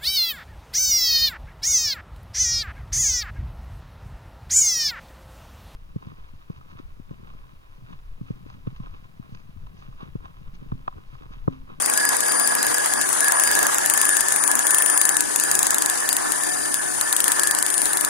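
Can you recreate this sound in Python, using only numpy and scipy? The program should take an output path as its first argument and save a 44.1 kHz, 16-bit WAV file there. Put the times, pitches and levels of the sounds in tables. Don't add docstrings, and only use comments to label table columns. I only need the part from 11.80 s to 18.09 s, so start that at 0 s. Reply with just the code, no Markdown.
import sys
import numpy as np
from scipy import signal
from scipy.io import wavfile
from scipy.ndimage import uniform_filter1d, minimum_filter1d

SR = 44100
rng = np.random.default_rng(int(sys.argv[2]) if len(sys.argv) > 2 else 0)


def persist_wave(psi):
    counts = np.round(np.clip(psi, -1, 1) * 32767).astype(np.int16)
    wavfile.write(sys.argv[1], SR, np.atleast_2d(counts).T)


def decibels_to_gain(level_db):
    exponent = np.asarray(level_db, float) / 20
    return 10 ** exponent


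N = 277389
TIME = np.arange(N) / SR

# time in seconds, commutator frequency in Hz.
MOTOR_SPEED = [(0, 9485), (0.7, 9462), (1.32, 9465), (1.99, 9441), (2.48, 9454), (2.7, 9466), (3.8, 9470),
               (4.25, 9491), (4.63, 9477), (5.46, 9484), (5.65, 9475), (5.96, 9483), (6.29, 9479)]
# time in seconds, drill level in dB, brush hiss left minus right in dB,
# spark left minus right in dB.
PHONE_PATH = [(0.0, -35.5, 8.5, 3), (0.31, -35.5, 9, 2), (0.81, -35, 6.5, 4), (1.33, -36, 11.5, 3.5),
              (1.58, -33, 7, 4), (2.01, -33.5, 9, 1), (2.26, -35, 15, 4), (2.61, -37, 9, 6),
              (2.94, -35.5, 11.5, 0), (3.28, -38, 8, 7.5), (3.54, -40, 13.5, 2), (3.85, -36.5, 10, 4),
              (4.1, -38, 9.5, 7), (4.62, -37, 10.5, 10), (4.92, -41.5, 10.5, 4), (5.54, -36, 10, 10),
              (5.9, -39.5, 5, 11), (6.17, -37, 4, 9)]

# frequency in Hz, density in dB.
GEARBOX_ROAR = [(300, -29), (500, -5), (750, 3.5), (1100, 5.5), (1350, 2), (1700, 6), (2050, -2.5),
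                (2600, -21), (4000, -53.5)]
BRUSH_HISS = [(1500, -10), (2600, -2), (4300, -2), (5000, -2.5), (7000, 0), (8000, 1), (10500, 2),
              (12000, -7.5), (13000, -3), (15600, -15), (16000, -74)]
BENCH_RUMBLE = [(30, -15), (60, -5), (130, -13.5), (280, 0), (420, 0.5), (600, -5.5), (900, -16.5)]
SPARK_SNAP = [(300, -30), (1000, -14), (2500, -10), (5500, -8), (7500, -1), (10500, 2), (12500, -2),
              (15500, -3), (16800, -6), (18000, -40)]
# frequency in Hz, density in dB.
BENCH_CRACK = [
    [(800, -22), (1500, -6), (2200, 1.5), (3200, -5), (5000, -4), (6500, -20), (9000, -40)],
    [(800, -25), (2000, -12), (2900, -12), (3700, -4), (5200, 0), (6200, -5), (9000, -40)],
]

# frequency in Hz, level difference in dB.
PORT_LEVEL = [(180, 0), (280, 1.8), (700, 0), (1200, -3.5), (1800, -6.5), (2600, 0), (4300, 1.5),
              (5700, 4.5), (6700, 10), (8500, 8), (10800, 7.5), (12300, 0), (13300, -3), (15500, -8)]
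# frequency in Hz, likeness from 0 to 1.
PORT_COHERENCE = [(70, 0.71), (170, 1), (800, 0.8), (1500, 0.19), (2500, 0.074), (5000, 0.15),
                  (15000, 0.044)]
# frequency in Hz, phase in radians.
PORT_PHASE = [(300, -3.5), (800, -2.5), (1500, -1.5), (2500, -0.28), (15000, 5)]
SWING_SPAN = (1.6, 2.6)
# frequency in Hz, change in dB.
SWING_CHANGE = [(2000, 0), (3500, -2), (5300, -3), (7000, 0.5), (8500, 3), (11000, 1), (13000, 0)]

# middle in seconds, half length in seconds,
# extra level in dB.
GRIP_SHIFTS = [
    (0.9, 0.032, 6),
    (1.79, 0.13, 6.5),
    (3.743, 0.14, 4),
    (5.547, .12, 2.5),
    (6.054, 0.034, 5.5),
]
# frequency in Hz, line width in Hz.
SHAFT_TONES = [(140.6, 8), (242.7, 5), (283, 20), (360, 60), (485.6, 3), (627, 6), (680, 30), (728.4, 4),
               (818, 8), (970, 6), (1458, 10), (1506, 12), (1716, 12), (1894, 12)]
SHAFT_LEVELS = [-50.5, -46, -41, -42, -43, -44, -43, -40, -52, -39.5, -50, -43, -43.5, -48]
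# gain as the phone travels, in dB per second.
SHAFT_FADES = [0, -2, 0, 0, -3.5, 0, -1, -.3, -1, -1.2, 0, .5, 0, -.5]
# middle in seconds, half length in seconds, lower gear tone in dB, upper
# gear tone in dB, chuck rattle in dB.
LOAD_SURGES = [(0.237, 0.16, -25.5, -39, -30.5), (0.02, .2, -50, -55, -31.5),
               (0.606, 0.44, -32.5, -46, -32), (0.93, 0.45, -29, -42, -35.5), (1.212, 0.062, -25, -30, -34),
               (1.465, 0.078, -25.5, -26.5, -31.5), (1.73, 0.27, -25, -34, -31.5),
               (2.324, .5, -31, -29.5, -38.5), (2.757, 0.23, -31.5, -84, -51), (3.006, 0.54, -41, -32, -50),
               (3.288, 0.41, -36, -34, -39), (3.674, 0.16, -32.5, -35.5, -38.5),
               (4.09, 0.95, -42, -36.5, -42), (4.743, 0.76, -48, -33, -41.5), (5.014, 0.22, -39, -47, -50),
               (5.264, 0.15, -53, -32, -46), (5.64, 0.37, -34, -32, -37), (6.095, 0.46, -37.5, -40, -46)]

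# time in seconds, level in dB.
WHINE_LEVEL = [(0, -30), (0.38, -34), (0.6, -24.5), (0.88, -34), (1.35, -31), (1.62, -24.5), (1.9, -37),
               (2.13, -32), (2.35, -25.5), (2.65, -26), (3.15, -24.5), (3.55, -31), (3.85, -37), (4.2, -45),
               (4.6, -33), (5.5, -35), (5.97, -26), (6.29, -34.5)]
# middle in seconds,
# half length in seconds.
WHINE_NODES = [
    (0.804, 0.046),
    (1.518, 0.024),
    (1.72, 0.036),
    (1.993, 0.055),
    (2.455, 0.083),
    (2.776, 0.067),
    (3.433, 0.12),
    (3.97, 0.18),
    (5.788, 0.11),
]
# time in seconds, extra level in dB.
RIGHT_FACING = [
    (2.7, 0),
    (3.0, 5),
    (4.1, 6),
    (4.5, 0),
]

# first spark in seconds, number of sparks, magneto turns between them,
# peak in dB at the left port.
SPARK_RUNS = [(0.0216, 5, 1, -13.5), (0.252, 2, 1, -13), (0.3672, 2, 1, -14.5), (0.4824, 2, 1, -17),
              (0.5977, 3, 2, -13), (0.8286, 2, 1, -14.5), (0.944, 2, 1, -14.5), (1.0595, 3, 2, -13.5),
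              (1.2903, 2, 1, -13.5), (1.4056, 4, 1, -11), (1.598, 8, 1, -12.5), (1.9447, 2, 1, -12),
              (2.0604, 7, 1, -11), (2.3685, 2, 1, -10.5), (2.484, 3, 1, -12), (2.6379, 5, 1, -10.5),
              (2.8686, 7, 1, -11.5), (3.1759, 4, 1, -8.5), (3.3682, 2, 1, -8.5), (3.5603, 3, 1, -9),
              (3.7142, 11, 1, -8.5), (4.175, 1, 1, -20), (4.2901, 3, 1, -9), (4.5202, 1, 1, -10.5),
              (4.6355, 1, 1, -12.5), (4.9427, 1, 1, -11), (5.2116, 1, 1, -11), (5.3267, 6, 1, -8.5),
              (5.5954, 13, 1, -9), (6.133, 4, 1, -10)]
# frequency in Hz, threshold in dB.
THRESHOLD = [(1800, -40), (2600, -5.5), (4300, -1.5), (4700, -9), (5800, -8), (8000, -20), (11500, -15),
             (12700, -4.5), (15600, -4), (15900, 22)]

HISS_DB, HISS_FOLLOWS = -31, 0.42
GEARS_IDLE_DB = -49.5
RIGHT_WHINE_DB, WHINE_DRIFT_DB, NODE_DEPTH = -37, 3, 0.78
LOWER_SIDEBAND_DB, UPPER_SIDEBAND_DB, SIDEBAND_FOLLOWS = -36, -34, 0.4
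BARS_PER_SPARK = 364
SNAP_SPREAD_DB, PORT_SPREAD_DB, CRACK_SPREAD_DB = 1.0, 1.0, 1.8
CRACK_FAR_DB, CRACK_CLOSE_DB = -12.5, -14.5
BURST = 1400
BAND_EDGE_HZ = 16600
RAISE_SHARE = 0.35


def read(points, hz):
    f, value = np.transpose(points)
    return np.interp(np.log(hz + 1), np.log(f + 1), value)


def curves(rows):
    s, *columns = np.transpose(rows)
    return [np.interp(TIME, s, column) for column in columns]


def evened(x):
    return x / np.sqrt(np.mean(abs(x) ** 2) + 1e-20)


def turns():
    return 2 * np.pi * np.cumsum(curves(MOTOR_SPEED)[0]) / SR


def wash(spectrum, patchy_db, flicker_db):
    frames, hz = N // 128 + 5, np.fft.rfftfreq(512, 1 / SR)
    a, b, c, d, patches = rng.standard_normal((frames, 257, 5)).T
    flicker = evened(uniform_filter1d(patches[0], size=3))
    patches = uniform_filter1d(patches, size=5, axis=0)
    patches = evened(uniform_filter1d(patches, size=24, axis=1))

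    same = np.clip(read(PORT_COHERENCE, hz), 0, 1)[:, None]
    right = a + 1j * b
    left = same * right + np.sqrt(1 - same ** 2) * (c + 1j * d)
    left = left * (decibels_to_gain(read(PORT_LEVEL, hz)) * np.exp(1j * read(PORT_PHASE, hz)))[:, None]
    swing = np.interp(np.arange(frames) * 128 / SR, SWING_SPAN, (-0.5, 0.5))
    right = right * decibels_to_gain(np.outer(read(SWING_CHANGE, hz), swing))

    density_db = read(spectrum, hz)[:, None] + patchy_db * patches + flicker_db * flicker
    z = np.array([left, right]) * decibels_to_gain(density_db)
    x = signal.istft(z, nperseg=512, noverlap=384)[1][:, :N]
    return x / np.sqrt(np.mean(x[1] ** 2))


def motor_noise():
    body_db, pan_db, _ = curves(PHONE_PATH)
    change_db = body_db - body_db.mean()
    roar = decibels_to_gain(body_db + 9.5) * wash(GEARBOX_ROAR, patchy_db=1.5, flicker_db=2.5)

    armature = turns() / 39
    throb = 1 + 0.073 * np.cos(armature) + 0.0095 * np.cos(armature / 5)
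    pan = decibels_to_gain(np.outer([0.5, -0.5], pan_db - pan_db.mean()))
    hiss = wash(BRUSH_HISS, patchy_db=1.0, flicker_db=2.0)
    hiss = decibels_to_gain(HISS_DB + HISS_FOLLOWS * change_db) * pan * throb * hiss

    grip_db = sum(db * np.exp(-((TIME - s) / half) ** 2) for s, half, db in GRIP_SHIFTS)
    rumble = wash(BENCH_RUMBLE, patchy_db=1.5, flicker_db=0.6)
    rumble = decibels_to_gain(-34 + grip_db + 0.2 * change_db) * rumble
    return roar + hiss + rumble


def wander(width):
    coarse = TIME[::16]
    r = np.exp(-16 * np.pi * width / SR)
    noise = rng.standard_normal((2, len(coarse)))
    a, b = signal.lfilter([1], np.convolve([1, -r], [1, -r]), noise)
    return evened(np.interp(TIME, coarse, a) + 1j * np.interp(TIME, coarse, b))


def tone(hz, width, steady=0.62, own=0.24):
    right = (steady + wander(width)) / np.hypot(steady, 1)
    left = right + own * wander(width)
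    left = left * decibels_to_gain(read(PORT_LEVEL, hz)) * np.exp(1j * read(PORT_PHASE, hz))
    carrier = np.exp(1j * turns() * hz / np.mean(MOTOR_SPEED, axis=0)[1])
    return np.sqrt(2) * (np.array([left, right]) * carrier).real


def surging():
    s, length, *db = np.transpose(LOAD_SURGES)
    coarse = TIME[::64]
    offset = np.clip((coarse - s[:, None]) / length[:, None], -1, 1)
    bells = np.cos(np.pi / 2 * offset) ** 4
    power = decibels_to_gain(GEARS_IDLE_DB) ** 2 + decibels_to_gain(np.array(db)) ** 2 @ bells
    return [np.interp(TIME, coarse, np.sqrt(p)) for p in power]


def gears():
    low, high, rattle = surging()
    later = TIME - 2.0
    out = np.zeros((2, N))
    for (hz, width), db, fade in zip(SHAFT_TONES, SHAFT_LEVELS, SHAFT_FADES):
        out += decibels_to_gain(db + fade * later) * tone(hz, width, steady=0.71)
    out += low * decibels_to_gain(3.5) * tone(1667, 35.5, steady=0.094)
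    out += high * decibels_to_gain(2.0) * tone(1763, 31, steady=0.63)
    for hz in (4750, 4955):
        tilt_db = (hz - 4850) / 100 * (2.0 - 0.79 * TIME)
        fits = abs(wander(25.0)) ** 1.13
        out += rattle * decibels_to_gain(-6.5 + tilt_db) * fits * tone(hz, 118, steady=0, own=0.44)
    return out


def drift(per_s):
    hz, phase = np.geomspace(per_s / 8, per_s, num=12), rng.random(12)
    coarse = TIME[::256]
    waves = np.sin(2 * np.pi * (np.outer(coarse, hz) + phase))
    return np.interp(TIME, coarse, evened(waves.sum(axis=1)))


def whine():
    line_db = curves(WHINE_LEVEL)[0]
    nodes = [1 - NODE_DEPTH * np.exp(-((TIME - s) / half) ** 2) for s, half in WHINE_NODES]
    alive = np.prod(nodes, axis=0)
    phase = turns() + 0.2 * wander(30).real
    spindle = turns() / 195

    levels_db = (LOWER_SIDEBAND_DB, UPPER_SIDEBAND_DB, RIGHT_WHINE_DB)
    lower, upper, right = (decibels_to_gain(db + WHINE_DRIFT_DB * drift(per_s=5)) for db in levels_db)
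    sides = upper * np.cos(phase + spindle) - lower * np.cos(phase - spindle)
    sides = sides * np.sqrt(alive) * decibels_to_gain(SIDEBAND_FOLLOWS * (line_db - line_db.mean()))

    left = decibels_to_gain(line_db + 6.5) * np.cos(phase) * alive + sides
    right = right * decibels_to_gain(curves(RIGHT_FACING)[0]) * np.sqrt(alive) * np.sin(phase)
    return np.sqrt(2) * np.array([left, right + decibels_to_gain(-9) * sides])


def firing():
    rows = []
    for first, count, step, db in SPARK_RUNS:
        period = step * BARS_PER_SPARK / np.interp(first, *np.transpose(MOTOR_SPEED))
        rows += [(first + k * period, db) for k in range(count)]
    s, db = np.transpose(rows)
    path = np.transpose(PHONE_PATH)
    a, b, c = rng.standard_normal((len(s), 3)).T
    left_db = db + SNAP_SPREAD_DB * (1 - a ** 2 / 2)
    right_db = left_db - np.interp(s, path[0], path[3]) + PORT_SPREAD_DB * b
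    crack_db = left_db + np.interp(s, (3.1, 3.6), (CRACK_FAR_DB, CRACK_CLOSE_DB)) + CRACK_SPREAD_DB * c
    return s, left_db, right_db, crack_db


def colour(spectrum, port=None):
    hz = abs(np.fft.fftfreq(4096, 1 / SR))
    db = read(spectrum, hz)
    if port is not None:
        db = db + read(port, hz)
    response = np.exp(np.conj(signal.hilbert(np.log(decibels_to_gain(db)))))
    taps = np.fft.ifft(response).real[:1024]
    return taps / np.linalg.norm(taps)


def peaked(bursts, taps, size):
    x = signal.fftconvolve(bursts, taps[None], axes=1)[:, :bursts.shape[1]]
    power = uniform_filter1d(x ** 2, size=size, axis=1)
    return x / np.sqrt(power.max(axis=1, keepdims=True))


def reflections(s):
    t = np.arange(BURST) / SR
    places = rng.standard_normal((20, 2, BURST)) * (rng.random((20, 2, BURST)) < 0.3)
    fresh = rng.standard_normal((len(s), 2, BURST))
    place, share = np.divmod(3 * s, 1)
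    place = place.astype(int)
    blend = (share * np.pi / 2)[:, None, None]
    pattern = places[place] * np.cos(blend) + places[place + 1] * np.sin(blend)

    rise = np.clip(t / np.array([[0.0009], [0.0001]]), 0.45, 1)
    near = decibels_to_gain(-60 * t / np.array([[0.010], [0.013]]))
    facing = np.clip(s - 1.5, 0.3, 1)[:, None, None]
    wall = decibels_to_gain(np.array([[-20], [-11]]) - 60 * (t - 0.0068) / 0.014)
    wall = facing * wall * (t > 0.0068)
    shed = decibels_to_gain(-27 - 60 * t / 0.07)
    return (pattern + 0.4 * fresh) * rise * np.sqrt(near ** 2 + wall ** 2 + shed ** 2)


def sparks():
    s, left_db, right_db, crack_db = firing()
    nearness = np.clip(2 * (s - 3.1), 0, 1)[:, None]
    bursts = reflections(s)
    bursts[:, 1, 3] += 3.0
    bursts[:, 0, 36] += 0.8
    bursts[:, 0, 3] += 2.2 * nearness[:, 0]

    left = peaked(bursts[:, 0], colour(SPARK_SNAP, PORT_LEVEL), size=24) * decibels_to_gain(left_db + 6.5)[:, None]
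    right = peaked(bursts[:, 1], colour(SPARK_SNAP), size=16) * decibels_to_gain(right_db + 5)[:, None]
    far, close = (np.array([peaked(bursts[:, port], colour(c), size=36) for port in (0, 1)])
                  for c in BENCH_CRACK)
    crack = (1 - nearness) * far + nearness * close * decibels_to_gain([[[-1.5]], [[3.5]]])
    snaps = np.array([left, right]) + crack * decibels_to_gain(crack_db - 1.0)[:, None]

    out = np.zeros((2, N + BURST))
    for k, start in enumerate(np.round(s * SR).astype(int)):
        out[:, start:start + BURST] += snaps[:, k]
    return out[:, :N]


def scene():
    return motor_noise() + gears() + whine() + sparks()


def starved(x):
    hz, _, z = signal.stft(x, SR, nperseg=512, noverlap=384)
    frames = z.shape[2]
    usual = uniform_filter1d(np.median(abs(z), axis=2).max(axis=0), size=9)
    jumps_db = 5 * rng.standard_normal((frames // 8 + 1, 65))
    jumps_db = np.repeat(jumps_db, 4, axis=1)[:, :257]
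    jumps_db = np.repeat(jumps_db, 8, axis=0)[:frames].T

    frame_db = 10 * np.log10((abs(z) ** 2).sum(axis=(0, 1)) + 1e-12)
    loudest_db = -minimum_filter1d(-frame_db, size=11)
    raise_db = RAISE_SHARE * np.maximum(loudest_db - np.median(frame_db), 0)

    threshold = (usual * decibels_to_gain(read(THRESHOLD, hz)))[:, None] * decibels_to_gain(jumps_db + raise_db)
    heard = uniform_filter1d(abs(z), size=4, axis=1) > threshold
    kept = heard & (hz < BAND_EDGE_HZ)[:, None]
    return signal.istft(z * kept, SR, nperseg=512, noverlap=384)[1][:, :N]


def roll_off(x):
    return signal.sosfilt(signal.butter(12, 16860, fs=SR, output="sos"), x)


def record(dry):
    clipped = np.clip(dry, -0.86, 0.86)
    mix = starved(clipped)
    return roll_off(mix)


dry = scene()
out = record(dry)
persist_wave(out)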